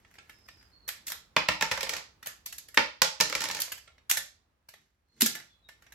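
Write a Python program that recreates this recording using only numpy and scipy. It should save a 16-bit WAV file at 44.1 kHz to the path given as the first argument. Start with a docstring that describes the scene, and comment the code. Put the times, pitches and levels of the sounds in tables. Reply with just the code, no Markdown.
"""Soft rubbing of fingers and light clicks open the scene: a toy-brick pistol is worked by hand over a desk.
Catches and the slide click as noise impacts that ring the brick frame; faint gliding tones whistle.
Twice an ejected plastic cartridge falls, bounces and clatters to rest, ringing the modes of the desk top.
The slide snaps shut, the trigger is pulled and a rubber band thumps into a cardboard box, a sinking tone.
Filtered stereo noise makes the small room's hush and reflections."""
import sys
import numpy as np
from scipy import signal
from scipy.fft import rfft, irfft
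from scipy.io import wavfile
from scipy.ndimage import uniform_filter1d

SR = 44100
rng = np.random.default_rng(int(sys.argv[2]) if len(sys.argv) > 2 else 0)


def wav_record(signal):
    """Record a signal, one row per channel, as 16-bit PCM in the file named by sys.argv[1]."""
    frames = np.transpose(np.atleast_2d(signal))
    bounded = np.clip(frames, -1, 1)
    # unit amplitude maps onto the largest positive 16-bit level
    quanta = np.round(bounded * 32767).astype(np.int16)
    wavfile.write(sys.argv[1], SR, quanta)


N = 261954  # length in samples

# Body colour of brick on brick: freq_hz, relative level_db
CLACK_COLOUR = [(40, -18.5), (110, -4.5), (330, -5.5), (620, 2), (1050, -2), (1800, 11), (3000, 4.5),
                (5500, -8), (9000, -13.5), (16000, -42)]
# Bright colour of brick on brick: freq_hz, relative level_db
SNAP_COLOUR = [(500, -23), (2000, -6.5), (4000, -3.5), (7000, -3), (9000, -7.5), (10200, -4.5),
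               (11700, 9.5), (13300, 6), (15500, -0.5), (17000, -22.5)]
# Colour of the knocked desk: freq_hz, relative level_db
KNOCK_COLOUR = [(40, -18.5), (200, -13.5), (380, -10), (540, 3), (780, -1), (1100, 3.5), (1500, 2),
                (1900, 6), (2400, 6.5), (3100, -2), (5300, -8.5), (7200, -28.5), (16000, -48.5)]
# Colour of the cartridge's own tick: freq_hz, relative level_db
TICK_COLOUR = [(500, -13), (1500, 0), (3300, 6), (5600, 6), (7500, 1.5), (9700, -9.5), (11300, 8.5),
               (13000, 2), (15200, 2), (17000, -18)]


def amp(db):
    """Decibels to gain."""
    return 10 ** (np.asarray(db) / 20)


def unit(x):
    """Scale to an energy of one."""
    return x / np.sqrt(np.sum(x ** 2, axis=-1, keepdims=True))


def clock(seconds):
    """Sample times of a short stretch, in seconds."""
    return np.arange(int(seconds * SR)) / SR


def along(points, hz):
    """Read (Hz, value) points on a log-frequency axis."""
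    f, value = np.transpose(points)
    return np.interp(np.log(hz + 1), np.log(f), value)


def curve(points):
    """Gain over time from (s, dB) points."""
    return amp(np.interp(np.arange(N) / SR, *np.transpose(points)))


def add(track, s, sound):
    """Mix a sound into a track at a time in seconds."""
    i = max(int(s * SR), 0)
    track[..., i:i + sound.shape[-1]] += sound[..., :max(track.shape[-1] - i, 0)]


def through(x, response):
    """Pass a sound through an impulse response, keeping its length."""
    return signal.fftconvolve(x, response)[:len(x)]


def shape(gain_db):
    """Causal minimum-phase response with the given gain in each frequency bin."""
    cepstrum = irfft(np.log(amp(gain_db)))
    half = len(cepstrum) // 2
    # fold the cepstrum onto positive times
    cepstrum[1:half] *= 2
    cepstrum[half + 1:] = 0
    return irfft(np.exp(rfft(cepstrum)))


def colour(points, size=2048):
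    """Response of unit energy with the given (Hz, dB) spectrum."""
    return unit(shape(along(points, np.fft.rfftfreq(size, 1 / SR))))


def shifted(rows, octaves):
    """The same table with all its frequencies moved by one random interval."""
    ratio = 2 ** (octaves * rng.uniform(-1, 1))
    return [(hz * ratio, *rest) for hz, *rest in rows]


def ring(modes):
    """One damped sine for each mode; together they have unit energy."""
    t = clock(.4)
    waves = np.array([amp(db) * np.sin(2 * np.pi * hz * t) * amp(-60 * t / t60)
                      for hz, t60, db in modes])
    return waves / np.sqrt(np.sum(waves ** 2))


def struck(waves, spot_db):
    """The spot that is hit sets the sign and share of each mode."""
    signs = rng.choice([-1, 1], len(waves))
    shares = amp(spot_db * rng.standard_normal(len(waves)))
    return (signs * shares) @ waves


def contact(db, chatter_ms, chatter_db):
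    """One sharp impact, then a dying chatter of tiny ones; db is their energy as a mean level over 5 ms."""
    t = clock(.04)
    chatter = rng.standard_normal(len(t)) * np.exp(-1000 * t / chatter_ms)
    push = amp(chatter_db) * unit(chatter)
    push[0] = 1
    # hard contacts carry all frequencies about evenly
    spectrum = rfft(push)
    smooth_power = uniform_filter1d(np.abs(spectrum) ** 2, size=9)
    push = irfft(spectrum / np.sqrt(smooth_power), len(t))[:len(t) // 2]
    push = amp(db) * unit(push) * np.sqrt(.005 * SR)
    # silence leaves time for the ringing
    return np.pad(push, (0, int(.36 * SR)))


def crackle(per_s, spread_db):
    """Tiny impacts at random moments and of random size; rms one."""
    sizes = amp(spread_db * np.clip(rng.standard_normal(N), -2, 2))
    hits = (rng.random(N) < per_s / SR) * sizes
    return unit(hits * rng.choice([-1, 1], N)) * np.sqrt(N)


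def stereo_noise(count, alike_hz):
    """Noise at two microphones: alike in the bass, unrelated well above alike_hz."""
    mid, side = rng.standard_normal((2, count))
    likeness = .92 / (1 + (np.fft.rfftfreq(count, 1 / SR) / alike_hz) ** 4)
    mid = rfft(mid) * np.sqrt(1 + likeness)
    side = rfft(side) * np.sqrt(1 - likeness)
    return irfft(np.array([mid + side, mid - side]), count) / np.sqrt(2)


def room(echo_ms, echo_db, wet_db, lag_ms, build_ms=5, early_db=0, early_s=0.0032):
    """Stereo response from one spot: direct sound, a scattered echo off the nearest surface, then the room."""
    # Colour of the reflections: freq_hz, relative level_db
    reflection_colour = [(100, 7), (300, 1.5), (800, 4), (2000, 2.5), (5000, 4), (8000, 5.5), (12000, -3.5),
                         (16000, -20.5)]
    # Decay of the room's ring: freq_hz, t60_s
    decay = [(100, 0.28), (260, 0.2), (700, 0.33), (1840, 0.3), (4850, 0.36), (12000, 0.22), (16000, .12)]
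    t = clock(.4)
    ms = 1000 * t

    # each frequency of the noise tail dies at its own rate
    hz, s, cells = signal.stft(stereo_noise(len(t), alike_hz=260), SR, nperseg=256)
    fade = amp(along(reflection_colour, hz)[:, None] - 60 * s / along(decay, hz)[:, None])
    tail = signal.istft(cells * fade, SR)[1][:, :len(t)]
    # first reflections arrive as single spikes, later ones merge
    spikes = 1 + amp(early_db) * np.exp(-t / early_s) * rng.exponential(size=len(t))
    build = np.clip((ms - echo_ms) / build_ms, 0, 1)
    response = amp(wet_db) * unit(tail * spikes * build)

    near = ms[:512]
    echo_fade = (near > echo_ms) * np.exp(-np.abs(near - echo_ms) / 1.7)
    scatter = stereo_noise(len(near), alike_hz=2560) * echo_fade
    echo = np.array([through(side, colour(reflection_colour)) for side in scatter])
    response[:, :len(near)] += amp(echo_db) * unit(echo)

    # direct sound, the left side later by lag_ms
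    response[0, int(lag_ms * SR / 1000)] += 1
    response[1, 0] += 1
    return response / np.sqrt(1 + amp(2 * echo_db))


def heard_in(response, x):
    """A sound as it reaches the two microphones."""
    return np.array([through(x, side) for side in response])


def in_hand(x):
    """A sound from the pistol held just over the desk, with newly drawn reflections at each call."""
    return heard_in(room(echo_ms=1.1, echo_db=5.5, wet_db=4.0, lag_ms=.05), x)


def hush(db=2):
    """Low room noise, filtered and drifting slowly in level, alike on both sides only in the bass."""
    # Colour of the room noise: freq_hz, relative level_db
    hush_colour = [(25, -8.5), (60, 7), (130, -7), (250, -10.5), (600, -14.5), (1200, -15), (3000, -24),
                   (8000, -35), (16000, -37.5)]
    # Drift of the room noise: time_s, level_db before the gain db
    hush_level = [(0, -68), (1.7, -66.5), (4.2, -71), (4.9, -80), (5.94, -69)]
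    noise = np.array([through(side, colour(hush_colour)) for side in stereo_noise(N, alike_hz=400)])
    return amp(db) * curve(hush_level) * noise


def whistles(waver=0.012, flicker_db=3.0):
    """Thin gliding sines whose pitch wavers and level flickers at random."""
    # Faint tones: start_s, length_s, start_hz, end_hz, level_db (pitch and level before waver and flicker)
    tones = [(0.32, 0.36, 5264, 4940, -71), (0.714, 0.071, 4290, 4440, -66.5),
             (0.819, 0.069, 4130, 4400, -66), (5.075, 0.11, 4250, 4110, -78),
             (5.453, 0.13, 4240, 4060, -80), (5.49, 0.057, 3450, 3400, -67),
             (5.623, 0.07, 3880, 3650, -67.5)]
    out = np.zeros(N)
    for s, length, start_hz, end_hz, db in tones:
        t = clock(length)
        # random values per second, joined by straight lines
        wobble, flicker = (np.interp(t * per_s, np.arange(400), rng.standard_normal(size=400))
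                           for per_s in (110, 70))
        hz = start_hz * (end_hz / start_hz) ** (t / length) * (1 + waver * wobble)
        swell = np.sin(np.pi * t / length).clip(0) ** (1 / 4)
        tone = np.sin(2 * np.pi * np.cumsum(hz) / SR)
        add(out, s, amp(db + flicker_db * flicker) * swell * tone)
    return out


def grip_effort(rest_db=-85, attack_db_per_s=288.5, release_db_per_s=200.5):
    """Each new grip swells, holds and relaxes to a resting hold."""
    # New grips of the fingers: start_s, hold length_s, effort level_db
    grips = [(0.025, 0.64, -61), (1.008, 0.14, -61.5), (2.63, 0.26, -73.5), (4.744, 0.089, -63.5),
             (5.202, 0.18, -46.5), (5.81, .14, -70.5)]
    t = np.arange(N) / SR
    effort = amp(rest_db)
    for s, length, db in grips:
        rise_db = attack_db_per_s * (s - t).clip(0)
        fall_db = release_db_per_s * (t - s - length).clip(0)
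        effort = effort + amp(db - rise_db - fall_db)
    return effort


def fingers():
    """Skin rubs softly on the grip as dense crackle, and loose bricks creak as sparse crackle."""
    # Colour of skin rubbing on plastic: freq_hz, relative level_db
    rub_colour = [(40, -13.5), (150, 5), (350, -1), (900, -17), (5000, -7), (16000, -24.5)]
    effort = grip_effort()
    creak = crackle(per_s=70, spread_db=5) * effort
    rub = through(crackle(per_s=7600, spread_db=-0.5) * effort, colour(rub_colour))
    body = through(creak, colour(CLACK_COLOUR))
    bright = through(creak, colour(SNAP_COLOUR))
    return amp(-17.5) * rub + amp(-14.0) * body + amp(-12.0) * bright


def rolling(knock_db=-13.5, tick_db=-21.5):
    """The ridges of a rolling cartridge patter on the desk until it settles."""
    # Rolls of a cartridge on its side: start_s, end_s, patter level_db before the knock and tick gains
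    rolls = [(1.8, 2.02, -37), (3.408, 3.682, -40.5)]
    t = np.arange(N) / SR
    level = sum(amp(db) * (t > start) * (t < end) for start, end, db in rolls)
    patter = crackle(per_s=250, spread_db=10.5) * level
    knock = through(patter, colour(KNOCK_COLOUR))
    tick = through(patter, colour(TICK_COLOUR))
    return amp(knock_db) * knock + amp(tick_db) * tick


def box(soft_s=0.0072, stiffening=0.26, relax_s=0.0041, wall_s=0.0216, wall_db=-13):
    """The rubber band dents the cardboard: a short thud sinks in pitch as the dent relaxes; a wall echoes it."""
    hit_s, hit_db = 5.2212, -25
    rest_hz, t60_s = 221.7, .036
    overtone_ratio, overtone_db = 1.73, -12.5  # second mode of the panel
    t = clock(.2)
    hz = rest_hz * (1 + stiffening * np.exp(-t / relax_s))
    phase = 2 * np.pi * np.cumsum(hz) / SR
    panel = np.sin(phase) + amp(overtone_db) * np.sin(overtone_ratio * phase)
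    soft_onset = 1 - np.exp(-(t / soft_s) ** 2)
    thud = unit(panel * soft_onset * amp(-60 * t / t60_s))
    out = np.zeros(N)
    add(out, hit_s, thud)
    add(out, hit_s + wall_s, amp(wall_db) * thud)
    # the level counts as a mean over 5 ms
    out *= amp(hit_db) * np.sqrt(.005 * SR)
    return heard_in(room(echo_ms=2.7, echo_db=-7, wet_db=-7, lag_ms=0), out)


def cartridges(desk_db=-9, knock_db=2.5, tick_db=2.5, slap_s=.00217, slap_spread=0.06,
               first_end_db=-9, tick_on_desk_db=-2, low_hz=55):
    """One end of the cartridge ticks down, the other slaps just after; both ring the desk at a new spot."""
    # Landings and tumbling strikes: start_s, desk knock level_db, cartridge tick level_db (before the gains)
    bounces = [(1.3642, -19, -32.5), (1.486, -21, -31), (1.610, -27.5, -32), (1.6231, -27.5, -28.5),
               (1.7134, -28, -33), (1.7194, -33, -33), (1.775, -34.5, -39), (1.808, -36, -34.5),
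               (1.8301, -38, -31.5), (1.869, -43, -52), (1.893, -37.5, -29.5), (1.936, -39, -35),
               (1.966, -44, -37.5), (2.7729, -15.5, -28.5), (3.0185, -22.5, -17.5), (3.202, -31.5, -26.5),
               (3.2083, -29, -19), (3.298, -41, -36.5), (3.325, -32.5, -36.5), (3.351, -30, -28.5),
               (3.379, -42, -55), (3.406, -41, -32), (3.418, -41, -33.5), (3.4394, -35.5, -30.5),
               (3.454, -37, -40), (3.487, -49, -36), (3.499, -36.5, -47), (3.512, -51, -33),
               (3.548, -43, -34), (3.568, -45, -37.5), (3.589, -41, -44)]
    # Resonances of the desk top: freq_hz, t60_s, relative level_db
    desk_modes = [(61.4, .25, -25.5), (121, 0.094, -21.5), (186, 0.077, -10), (245, 0.07, -17),
                  (308, 0.21, -14.5), (443, 0.09, -10.5), (532.9, 0.093, -9.5), (619.6, .15, -13),
                  (840, .1, -8), (901, 0.17, -10), (1378, 0.074, -6), (1801, .07, -0.5)]
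    tilt_octaves = .06  # the angle of a landing shifts the colour of the knock
    out, desk, tick = np.zeros((2, N)), ring(desk_modes), colour(TICK_COLOUR)
    for s, desk_hit_db, shell_db in bounces:
        edge = contact(shell_db + tick_db, chatter_ms=0.77, chatter_db=7.5)
        slap = contact(desk_hit_db + knock_db, chatter_ms=0.75, chatter_db=3.5)
        board = amp(desk_db) * struck(desk, spot_db=1.5)
        knock = colour(shifted(KNOCK_COLOUR, tilt_octaves))
        knocked = through(slap, knock)
        thud = amp(first_end_db) * knocked + amp(tick_on_desk_db) * through(edge, board)
        slap_delay_s = slap_s * (1 + slap_spread * rng.standard_normal())
        add(thud, slap_delay_s, knocked + through(slap, board))
        tick_room = room(echo_ms=1.2, echo_db=0.0, wet_db=-0.1, lag_ms=.05)
        add(out, s, heard_in(tick_room, through(edge, tick)))
        desk_room = room(echo_ms=1.0, echo_db=-3.5, wet_db=-2.0, lag_ms=0)
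        add(out, s, heard_in(desk_room, thud))
    # the thin board radiates little of the deepest bass
    return signal.sosfilt(signal.butter(2, low_hz, "high", fs=SR, output="sos"), out)


def blows():
    """A click is one blow; a latch is two, a catch tripping and the freed part reaching its stop."""
    # Single clicks of brick on brick: start_s, body clack level_db, bright snap level_db (before the gains)
    clicks = [(0.048, -57.5, -86), (0.14, -61.5, -61), (0.154, -57.5, -72), (0.1841, -45.5, -69),
              (0.295, -48.5, -52), (0.486, -46.5, -57), (0.611, -59, -79), (1.0677, -66, -35.5),
              (1.0802, -54.5, -34), (2.228, -46.5, -48.5), (2.4598, -51.5, -34.5), (2.5251, -50.5, -39),
              (2.582, -78, -39), (2.685, -54, -48.5), (2.7435, -45, -43), (3.7188, -37.5, -35),
              (3.777, -53.5, -48.5), (3.876, -49, -77), (3.9802, -58.5, -79), (4.1702, -31, -26),
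              (4.6875, -51.5, -48.5), (4.7382, -51, -56.5), (5.2598, -30.5, -22), (5.3516, -37, -39),
              (5.39, -62, -64), (5.688, -48, -53), (5.822, -56, -62), (5.865, -53, -72),
              (5.922, -51.5, -52)]
    # Latches: stop_s, travel_s, body clack level_db, bright snap level_db (before the gains)
    latches = [(0.889, 0.01, -36, -31.5), (1.1194, 0.02, -40, -34), (2.2707, 0.011, -37.5, -34.5),
               (3.6182, 0.017, -55.5, -26), (4.1125, 0.015, -31, -19), (5.2188, 0.011, -35, -17.5)]
    loose_ms, stop_ms = 6, 0.34  # longest chatter of loose bricks; chatter after a stop
    hard_click_db, growth = -30.5, .3  # lighter clicks chatter more briefly, by this power of their strength
    trip_db = -4  # a tripping catch against the blow at the stop
    rows = []
    for s, body_db, snap_db in clicks:
        strength_db = max(body_db, snap_db) - hard_click_db
        rows.append((s, body_db, snap_db, loose_ms * amp(growth * strength_db).clip(0, 1)))
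    for s, travel_s, body_db, snap_db in latches:
        rows.append((s - travel_s, body_db + trip_db, snap_db + trip_db, loose_ms))
        rows.append((s, body_db, snap_db, stop_ms))
    return rows


def bricks(frame_db=-8, clack_db=-2, snap_db=4.0, chatter_db=8, scrape_db=-11):
    """A part scrapes up to its stop; loose bricks chatter and ring their frame, each blow at its own pitch."""
    # Resonances of the brick frame: freq_hz, t60_s, relative level_db
    frame_modes = [(666, 0.075, -9.5), (1385, .09, 0), (1727, .15, 4), (2030, 0.064, 2), (3780, .08, -5.5),
                   (5600, .08, -5)]
    part_octaves = 0.04  # each part rings a little higher or lower
    out, snap = np.zeros((2, N)), colour(SNAP_COLOUR)
    t = clock(.004)
    for s, body_db, bright_db, chatter_ms in blows():
        push = contact(body_db + clack_db, chatter_ms, chatter_db)
        frame = struck(ring(shifted(frame_modes, part_octaves)), spot_db=5)
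        sound = through(push, colour(shifted(CLACK_COLOUR, part_octaves)))
        sound += amp(frame_db) * through(push, unit(frame))
        sound += through(contact(bright_db + snap_db, chatter_ms, chatter_db), snap)
        # a growing scrape ends in the blow itself
        scrape = amp(scrape_db) * unit(t * rng.standard_normal(len(t)))
        lead_in = np.append(scrape, 1)
        add(out, s - t[-1], in_hand(through(sound, lead_in)))
    return out


def scene():
    """The pistol is held just over the desk; rolling cartridges and whistles share a farther room response."""
    far_room = room(echo_ms=3.7, echo_db=6.5, wet_db=7.5, lag_ms=0)
    far = heard_in(far_room, rolling() + whistles())
    return hush() + far + in_hand(fingers()) + box() + cartridges() + bricks()


def record(dry):
    """The right microphone is brighter in the presence range; the deepest bass and the top are cut."""
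    # Left minus right at the microphones: freq_hz, difference_db
    balance = [(200, -0.5), (1500, -1.5), (2800, -2), (4500, -7), (7000, -4), (10000, 0.5)]
    low_hz, top_hz = 45, 16800
    tilt_db = along(balance, np.fft.rfftfreq(2048, 1 / SR))
    responses = shape(tilt_db / 2), shape(-tilt_db / 2)
    heard = np.array([through(side, response) for side, response in zip(dry, responses)])
    heard = signal.sosfilt(signal.butter(2, low_hz, "high", fs=SR, output="sos"), heard)
    return signal.sosfilt(signal.ellip(8, .2, 70, top_hz, fs=SR, output="sos"), heard)


dry = scene()
out = record(dry)
wav_record(out)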